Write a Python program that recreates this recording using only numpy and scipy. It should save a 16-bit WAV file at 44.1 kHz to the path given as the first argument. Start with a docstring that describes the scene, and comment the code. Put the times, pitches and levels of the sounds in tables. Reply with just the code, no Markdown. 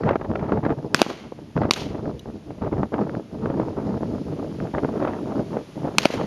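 """Gusts of wind rumble, pop and rasp on a small microphone at a clay target range, over a faint hiss.
Near 0.9 s and 1.7 s a shotgun fires. Each blast overloads the microphone, a hard echo follows,
and the rough ground scatters back a bright wash of sound. At 2.2 s the gun's steel latch clicks.
The wind blows on and the hiss grows a little, until a third shot comes at 6 s."""
import sys
import numpy as np
from scipy import signal
from scipy.fft import rfft, irfft, next_fast_len
from scipy.io import wavfile

SR = 44100
rng = np.random.default_rng(int(sys.argv[2]) if len(sys.argv) > 2 else 0)


def wav_record(signal):
    """Record a signal, one row per channel, as 16-bit PCM in the file named by sys.argv[1]."""
    frames = np.transpose(np.atleast_2d(signal))
    bounded = np.clip(frames, -1, 1)
    # unit amplitude maps onto the largest positive 16-bit level
    quanta = np.round(bounded * 32767).astype(np.int16)
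    wavfile.write(sys.argv[1], SR, quanta)


N = 276066


def from_db(db):
    """Turn decibels into a number to multiply by."""
    return 10 ** (np.asarray(db) / 20)


def rms_one(x):
    """Scale a sound to an average (rms) level of 1."""
    return x / np.sqrt(np.mean(x ** 2) + 1e-20)


def seconds():
    """The time of every sample."""
    return np.arange(N) / SR


def in_time(rows):
    """Join (time, value) points into one value per sample."""
    return np.interp(seconds(), *np.transpose(rows))


def at_hz(points, hz):
    """Read each column of a tone table at the given pitch."""
    grid, *columns = np.transpose(points)
    return [np.interp(np.log(hz + 1e-9), np.log(grid), c) for c in columns]


def drift(rate_hz):
    """A smooth random wobble, about 1 in size."""
    r = np.exp(-20 * np.pi * rate_hz / SR)
    slow = signal.lfilter([1], [1, -2 * r, r * r], rng.standard_normal(N // 10 + 2002))[2000:]
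    return np.interp(np.arange(N) / 10, np.arange(len(slow)), rms_one(slow))


def coloured_by(x, tone):
    """Shape a sound with a tone table, at an average level of 1."""
    size = next_fast_len(N)
    gain = from_db(at_hz(tone, np.arange(size // 2 + 1) * SR / size)[0])
    return rms_one(irfft(rfft(x, size) * gain, size)[:N])


def noise(tone):
    """Steady noise shaped by a tone table."""
    return coloured_by(rng.standard_normal(N), tone)


def noise_bands(low_hz, count):
    """Slices of noise half an octave wide, each with its middle pitch."""
    white = rng.standard_normal((2, N))
    for k in range(count):
        low = low_hz * 2 ** (k / 2)
        sos = signal.butter(2, [low, min(low * np.sqrt(2), SR / 2 - 1)], "band", fs=SR, output="sos")
        yield low * 2 ** (1 / 4), signal.sosfilt(np.vstack([sos, sos]), white[k % 2])


def resonance(x, hz, width_hz):
    """Keep the part of a sound near one pitch."""
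    r = np.exp(-np.pi * width_hz / SR)
    feedback = [1, -2 * r * np.cos(2 * np.pi * hz / SR), r * r]
    return signal.lfilter(np.array([1, 0, -1]) * (1 - r * r) / 2, feedback, x + 1e-18)


def hump(x, hz, width_hz):
    """The same resonance twice, for steeper sides."""
    return resonance(resonance(x, hz, width_hz), hz, width_hz)


def muffle(x, top_hz, order=2):
    """Turn down the treble above top_hz."""
    return signal.sosfilt(signal.butter(order, top_hz, fs=SR, output="sos"), x)


# How loud the hiss is: time_s, level_db
HISS_LEVELS = [(0, -53.5), (1.2, -52.5), (3.3, -52), (4.4, -48), (6.26, -46.5)]
# The tone of the hiss: pitch_hz, level_db
HISS_TONE = [(40, 15), (200, 23.5), (450, 9), (800, 11.5), (1600, 5), (3000, 4.5), (4500, 0.5),
             (6600, -2.5), (8500, -13), (11000, -7.5), (13000, -20.5), (15500, -28)]


def hiss():
    """A faint hiss that slowly grows."""
    return from_db(in_time(HISS_LEVELS)) * noise(HISS_TONE)


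# Gusts reaching the microphone: start_s, length_s, strength_db, extra_brightness_db
WIND_GUSTS = [(-.02, 0.079, -23.5, -2), (0.044, .062, -25.5, 7), (0.109, 0.029, -35.5, 23),
              (0.19, 0.075, -38, 13.5), (0.286, 0.092, -27, 1), (0.387, 0.075, -25, 4),
              (0.474, .11, -25, 4), (0.623, 0.057, -28.5, 8), (.686, 0.035, -24, 5.5),
              (0.769, 0.024, -30, -0.5), (0.815, .045, -28, -3.5), (0.899, 0.11, -36.5, 3),
              (1.077, 0.057, -35, 4), (1.237, 0.014, -32.5, 4.5), (1.376, 0.025, -36, 0),
              (1.554, 0.041, -22.5, -3.5), (1.604, .055, -23.5, 4), (1.676, 0.023, -36, 13),
              (1.76, .062, -38.5, 4), (1.81, 0.068, -29, -2), (1.901, 0.1, -31.5, 3.5),
              (2.025, 0.081, -24.5, -4.5), (2.125, 0.086, -48, -4), (2.262, 0.033, -33, 1),
              (2.339, 0.015, -30.5, -15), (2.464, 0.054, -35, -0.5), (2.574, 0.012, -36, 8),
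              (2.611, 0.067, -26.5, 3.5), (2.713, 0.13, -27, 1.5), (2.918, 0.038, -26.5, 3.5),
              (2.979, 0.058, -22.5, 1), (3.063, .13, -29.5, -1), (3.32, 0.087, -29, -4.5),
              (3.41, .14, -27.5, 1), (3.566, 0.07, -23, -1.5), (3.652, 0.075, -27.5, -2.5),
              (3.759, 0.068, -26.5, 1), (3.839, 0.13, -25, -1), (4.007, 0.17, -24.5, -6.5),
              (4.171, 0.067, -31.5, -11), (4.253, 0.14, -27.5, -3.5), (4.402, .12, -30.5, -3),
              (4.55, 0.011, -27, -9), (4.585, 0.093, -26.5, -4), (4.734, 0.063, -24.5, 2),
              (4.825, 0.038, -26, -1), (4.873, 0.085, -28.5, 2.5), (4.953, 0.054, -28, 5),
              (5.011, 0.078, -28.5, 9.5), (5.092, 0.071, -30, 7.5), (5.173, 0.087, -30.5, 0.5),
              (5.261, 0.083, -29, 3), (5.348, 0.069, -23, -3), (5.439, 0.055, -33.5, -5),
              (5.503, 0.09, -29, 3.5), (5.755, 0.1, -30, -0.5), (5.838, 0.047, -29.5, 5.5),
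              (5.904, .16, -33, -1), (6.128, 0.033, -28.5, -5), (6.166, 0.078, -27.5, 4.5)]
TYPICAL_GUST_DB, TYPICAL_BRIGHT_DB = -25, -11


def airflow(breeze_db=-42.5, rise_s=0.0048, fade_s=0.018, bright_per_db=0.39):
    """The wind's strength and brightness: gusts come and go over a breeze, and faster air is brighter."""
    t = seconds()
    flow, tint = np.full(N, from_db(breeze_db)), np.zeros(N)
    for start, length, db, extra_db in WIND_GUSTS:
        span = slice(max(round(start * SR), 0), round((start + length) * SR) + SR // 5)
        age = np.maximum(t[span] - start, 0)
        gust = from_db(db) * (1 - np.exp(-age / rise_s)) * np.exp(-np.maximum(age - length, 0) / fade_s)
        flow[span] += gust
        tint[span] += extra_db * gust
    rumble_db = 20 * np.log10(flow)
    bright_db = TYPICAL_BRIGHT_DB + bright_per_db * (rumble_db - TYPICAL_GUST_DB) + tint / flow
    return rumble_db, bright_db


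# The wind's tone, and how much each pitch follows its brightness: pitch_hz, level_db, follow_factor
WIND_TONE = [(25, -41, 4), (43.6, -5, 0.65), (70.6, -2, 0.21), (127, 2.5, 0), (220, 3, 0.0347),
             (333, 3, 0.2059), (556, 1, 0.59), (907, -0.5, 1.44), (1410, -13, 1.5), (2200, -24.5, 2.5),
             (2860, -32, 2.5), (5100, -55, -1), (8000, -57, 0.65)]
# How choppy the wind is: time_s, amount (0 to 1)
WIND_CHOP = [(0, 0.86), (4.8, 1), (4.95, 0.69), (6, 0.93)]
# Bass added to or taken from the wind: time_s, change_db
BASS_CHANGES = [(0, 7), (.55, 6), (1.1, -13), (1.4, 2.5), (2.82, 7), (2.95, -1.5), (4.5, 0.5), (5.5, -8.5)]


def wind(rumble_db, bright_db, gain_db=15, bass_hz=110):
    """Swirling air on the microphone makes a lumpy rumble with quick, bright spurts."""
    chop, bass_db = in_time(WIND_CHOP), in_time(BASS_CHANGES)
    lumps_db = chop * 5 * np.tanh(drift(rate_hz=40) / 2)
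    spurts_db = chop * 4 * drift(rate_hz=198) + 0.081 * lumps_db
    out = np.zeros(N)
    for hz, band in noise_bands(22, count=17):
        db, follow = at_hz(WIND_TONE, hz)
        bass_share = 1 / (1 + (hz / bass_hz) ** 4)
        flutter_db = 1.93 * drift(rate_hz=34)
        out += band * from_db(db + bass_share * bass_db + follow * (bright_db + spurts_db) + flutter_db)
    return out * from_db(gain_db + rumble_db + lumps_db)


# The tone of air rasping on the microphone: pitch_hz, level_db
RASP_TONE = [(500, 0), (1300, 8.5), (2100, -2), (3000, -12.5), (4500, -23), (7000, -37), (12000, -58)]


def rasp(rumble_db, bright_db, clicks_per_s=2200, typical_db=-56, rise_per_db=1.58):
    """Strong gusts tear at the edge of the microphone's opening in a stream of tiny clicks."""
    clicks = (rng.random(N) < clicks_per_s / SR) * rng.choice([-1, 1], N)
    sizes = from_db(rng.uniform(-21, 15, N))
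    excess_db = rumble_db + bright_db - TYPICAL_GUST_DB - TYPICAL_BRIGHT_DB
    return coloured_by(clicks * sizes, RASP_TONE) * from_db(typical_db + rise_per_db * excess_db)


# Tiny, fast swirls of air: start_s, peak_db
WIND_TICKS = [(0.0926, -27), (0.3583, -19), (1.576, -20), (2.056, -30), (3.095, -24), (3.151, -25),
              (3.458, -22), (4.602, -24), (4.671, -31.5), (4.749, -23), (4.783, -20), (4.846, -22),
              (5.572, -29.5)]


def ticks(pitch_hz=1296, width_hz=870):
    """A tiny swirl crosses the microphone with one sharp flick of pressure."""
    flick = muffle(hump(signal.unit_impulse(SR // 10), pitch_hz, width_hz), 2 * pitch_hz)
    flick /= np.abs(flick).max()
    out = np.zeros(N)
    for start, db in WIND_TICKS:
        at = round(start * SR)
        out[at:at + len(flick)] += rng.choice([-1, 1]) * from_db(db) * flick
    return out


def small_swirls(rumble_db, per_s=7, offset_db=-1.5, spread_db=11, crackle_db=-26):
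    """Extra rows for wind_pops: random swirls, stronger when the wind is stronger."""
    gaps, sizes = rng.random((150, 2)).T
    starts = np.cumsum(2 * gaps / per_s)
    db = np.interp(starts, seconds(), rumble_db) + offset_db + spread_db * (2 * sizes - 1)
    db += 20 * np.log10(np.interp(starts, *np.transpose(WIND_CHOP)))
    return [row for row in zip(starts, db, db + crackle_db) if row[0] < N / SR]


# The hardest swirls that slap the microphone: start_s, strength_db, crackle_db
HARD_SWIRLS = [(.034, -17, -30.5), (.089, -13.5, -19.5), (.108, -7.5, -28), (.155, -6.5, -24),
               (.211, -19.5, -33), (.245, -19.5, -36), (.354, -16, -25), (.393, -25, -35), (.519, -9, -29),
               (.65, -19, -27), (.662, -8, -31), (.703, -12.5, -43), (1.062, -14, -60), (1.099, -16.5, -32),
               (1.32, -20, -54), (1.564, -15, -36), (1.574, -18, -31), (1.616, -10.5, -30.5),
               (1.632, -22, -32.5), (1.651, -10, -38), (2.256, -24, -59), (2.504, -24.5, -41),
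               (2.726, -13, -36), (2.779, -18, -42), (2.83, -9.5, -30), (2.939, -15, -28.5),
               (3.012, -17, -40), (3.195, -23.5, -51), (3.457, -14.5, -36), (3.499, -13, -40),
               (3.598, -24, -37), (3.774, -20, -48), (4.006, -22, -48), (4.03, -14.5, -46),
               (4.781, -14.5, -33), (4.846, -11.5, -37), (5.048, -12.5, -29), (5.078, -36, -29),
               (5.392, -12.5, -54), (5.567, -12.5, -43), (6.101, -17, -56), (6.138, -16.5, -37),
               (6.211, -13.5, -34)]
# The tone of their dull pop: pitch_hz, level_db
POP_TONE = [(50, -22), (150, -2), (600, 16), (1100, 1), (2000, -15), (3500, -44), (8000, -61)]


def wind_pops(rumble_db, pop_rise_s=0.003, crackle_rise_s=0.0025, kick_delay_s=0.001987):
    """A swirl hits the microphone: a kick of pressure inside a dull pop, with a crackle on top."""
    kick_gain_db, pop_gain_db = 34.5, -14.5
    kicks, pops, crackles = np.zeros((3, N + SR))
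    age = np.arange(SR // 25) / SR
    for start, db, crackle_db in list(HARD_SWIRLS) + small_swirls(rumble_db):
        span = slice(round(start * SR), round(start * SR) + len(age))
        kicks[round((start + kick_delay_s) * SR)] += rng.choice([-1, 1]) * from_db(db + kick_gain_db)
        pops[span] += from_db(db + pop_gain_db) * age / pop_rise_s * np.exp(1 - age / pop_rise_s)
        crackles[span] += from_db(crackle_db) * age / crackle_rise_s * np.exp(1 - age / crackle_rise_s)
    thuds = muffle(hump(kicks[:N], hz=252, width_hz=478), top_hz=1090)
    return thuds + noise(POP_TONE) * pops[:N] + noise(RASP_TONE) * crackles[:N]


# Steel meeting steel, so quickly that it makes one click: start_s, level_db
LATCH_HITS = [(2.194, -41), (2.1946, -40.5), (2.1962, -44)]
# The notes the steel rings with: pitch_hz, level_db, ring_s (time to fade by 60 dB)
LATCH_NOTES = [(2930, -4, .016), (3890, 2, 0.02), (4800, -7, .01), (5820, 0, .012), (13000, -14, .008)]


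def gun_latch(scrape_db=-7, scrape_s=0.0012, scrape_low_hz=2500):
    """The gun's latch scrapes, snaps shut and rings very briefly."""
    out, age = np.zeros(N), np.arange(SR // 10) / SR
    treble_only = signal.butter(2, scrape_low_hz, "high", fs=SR, output="sos")
    scrape = signal.sosfilt(treble_only, rng.standard_normal(N))
    for start, db in LATCH_HITS:
        span = slice(round(start * SR), round(start * SR) + len(age))
        out[span] += from_db(db + scrape_db) * scrape[span] * np.exp(-age / scrape_s)
        for hz, note_db, ring_s in LATCH_NOTES:
            fade = from_db(db + note_db - 60 * age / ring_s)
            out[span] += rng.choice([-1, 1]) * fade * np.sin(2 * np.pi * hz * age)
    return out


# Each shot's wash fades slowly, then fast: strength_db, slow_s, fast_db_per_s, tilt_db_per_octave
SHOT_WASHES = [(-32, 0.25, 92, 2), (-34, 0.12, 99, 3), (-32, 0.25, 81, 2.5)]
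# The tone of sound coming back from the ground: pitch_hz, level_db
GROUND_TONE = [(100, -30), (400, 7.5), (900, 6), (1600, 1), (2700, 2), (4200, -3.5), (6500, -9.5),
               (9000, -22), (11500, -18), (14000, -53)]


def ground_wash(slow_db_per_s=35, air_db_per_s=45, far_db=-21, far_db_per_s=32, gain_db=4.5, grain_db=2):
    """Gravel and grass scatter each shot back, and far fields answer faintly."""
    out = np.zeros(N)
    for hz, band in noise_bands(78, count=15):
        for shot, (db, slow_s, fast_db_per_s, tilt) in zip(SHOTS_AND_ECHOES[::2], SHOT_WASHES):
            at = round(shot[0] * SR)
            age = np.arange(min(SR, N - at)) / SR
            span = slice(at, at + len(age))
            fade_db = slow_db_per_s * np.minimum(age, slow_s) + fast_db_per_s * np.maximum(age - slow_s, 0)
            near, far = from_db(-fade_db), from_db(far_db - far_db_per_s * age)
            tone_db = at_hz(GROUND_TONE, hz)[0] + tilt * np.log2(hz / 3000)
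            air_loss_db = air_db_per_s * age * hz / 10000  # air soaks up the treble first
            out[span] += band[span] * from_db(db + tone_db - air_loss_db) * np.hypot(near, far)
    return out * from_db(gain_db + grain_db * drift(rate_hz=110))


# Bounces off the ground, huts, signs and people; the slow swells come from a broad slope:
# start_s, level_db, rise_s, fade_s, extra_treble_db
BOUNCES = [(0.946, -13.5, 0.00025, 0.0031, 1), (0.99, -26.5, .002, 0.029, -1),
           (1.027, -20.5, .0003, 0.0016, -7), (1.07, -40.5, 0.027, 0.026, 3),
           (1.738, -31.5, .0005, 0.0029, 15), (1.761, -26.5, 0.0011, 0.0099, -4),
           (1.775, -37.5, 0.034, 0.026, 7), (5.984, -9.5, 0.00059, 0.0026, 3.5),
           (6.016, -35, 0.0027, 0.0068, 9), (6.03, -26.5, 0.00091, 0.01, 3),
           (6.05, -20, 0.00046, 0.0094, -2), (6.1, -35.5, 0.025, 0.047, 0.5),
           (6.136, -31, 0.0027, 0.008, -5)]


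def bounces(treble_hz=(3160, 7340)):
    """Things nearby send the blast back as smeared bursts, some brighter than others."""
    whole = noise(GROUND_TONE + [(16000, -60)])
    treble = signal.sosfiltfilt(signal.butter(2, treble_hz, "band", fs=SR, output="sos"), whole)
    out = np.zeros(N)
    for start, db, rise_s, fade_s, treble_db in BOUNCES:
        age = np.maximum(seconds() - start, 0)
        burst = np.minimum(age / rise_s, 1) * np.exp(-np.clip((age - rise_s) / fade_s, 0, 40))
        out += from_db(db) * burst * (whole + (from_db(treble_db) - 1) * treble)
    return out


# One row for each shot, then one for its hard echo: start_s, thump_hz, thump_db, bark_hz, bark_db,
# bark_width_hz, crack_hz, crack_db, snap_hz, snap_db, zing_hz, zing_db, gas_db, suction (0 to 1)
SHOTS_AND_ECHOES = [(0.9455, 125, 24.5, 1496, 31, 550, 2350, 21, 4900, 20, 7600, 10.5, -23, 0.14),
                    (1.017, 298, 35.5, 520, 31, 480, 2630, 23, 4530, 18, 6000, 18.5, -14, 0.2),
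                    (1.7093, 167, 25.5, 1090, 21.5, 670, 2300, 13.5, 4470, 14.5, 5760, 10, -8.5, 0.94),
                    (1.7355, 170, 12, 2480, 11.5, 960, 4000, 10, 5000, -1, 6800, 8, -19, 0),
                    (5.9836, 128, 23, 965, 28.5, 615, 2310, 29, 4070, 23, 7300, 18, -7.5, 0.05),
                    (6.0552, 245, 34.5, 573, 34.5, 265, 2430, 26, 3220, -2, 5170, 9, -16, 0)]


def shotgun(thump_width_hz=260, crack_width_hz=800, top_width_hz=1100, gas_s=0.0016, suction_s=0.00061):
    """A sudden shock of pressure, heard as five broad humps from thump to zing, with a spurt of gas."""
    out = np.zeros(N)
    shock = signal.unit_impulse(SR // 20)
    age = np.arange(len(shock)) / SR
    gas = noise([(200, -23), (1200, -17), (3000, 7.5), (6000, 5), (8500, -23), (12000, -17), (16000, -19)])
    for (start, thump_hz, thump_db, bark_hz, bark_db, bark_width_hz, crack_hz, crack_db,
         snap_hz, snap_db, zing_hz, zing_db, gas_db, suction) in SHOTS_AND_ECHOES:
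        span = slice(round(start * SR), round(start * SR) + len(shock))
        thump = resonance(shock, thump_hz, thump_width_hz)
        thump = from_db(thump_db) * resonance(thump, thump_hz, 2 * thump_width_hz)
        bang = from_db(gas_db) * gas[span] * np.exp(-age / gas_s)
        bang += from_db(bark_db) * hump(shock, bark_hz, bark_width_hz)
        bang += from_db(crack_db) * hump(shock, crack_hz, crack_width_hz)
        bang += from_db(snap_db) * hump(shock, snap_hz, top_width_hz)
        bang += from_db(zing_db) * hump(shock, zing_hz, top_width_hz)
        # suction follows the shock as an upside-down copy and makes the bang hollow
        bang -= suction * np.interp(age - suction_s, age, bang, left=0)
        out[span] -= thump + bang
    return out


def scene(dip_hz=7900, dip_sharpness=6.7):
    """Add it all up; everything but the shots and their hard echoes gets a narrow dip in the treble."""
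    background = hiss()
    rumble_db, bright_db = airflow()
    background += wind(rumble_db, bright_db) + wind_pops(rumble_db) + ticks() + rasp(rumble_db, bright_db)
    background += ground_wash() + bounces() + gun_latch()
    background = signal.lfilter(*signal.iirnotch(dip_hz, dip_sharpness, fs=SR), background)
    return (background + shotgun())[None]


def record(dry, microphone_top_hz=13200, overload_level=0.96, cutoff_hz=15800):
    """The microphone softens the treble and squashes the loud blasts; then the very top is cut off."""
    softened = muffle(dry, microphone_top_hz, order=8)
    squashed = softened / (1 + (softened / overload_level) ** 8) ** (1 / 8)
    top_cut = signal.firwin(161, cutoff_hz, window="blackman", fs=SR)
    return signal.fftconvolve(squashed, top_cut[None], "same")


dry = scene()
out = record(dry)
wav_record(out)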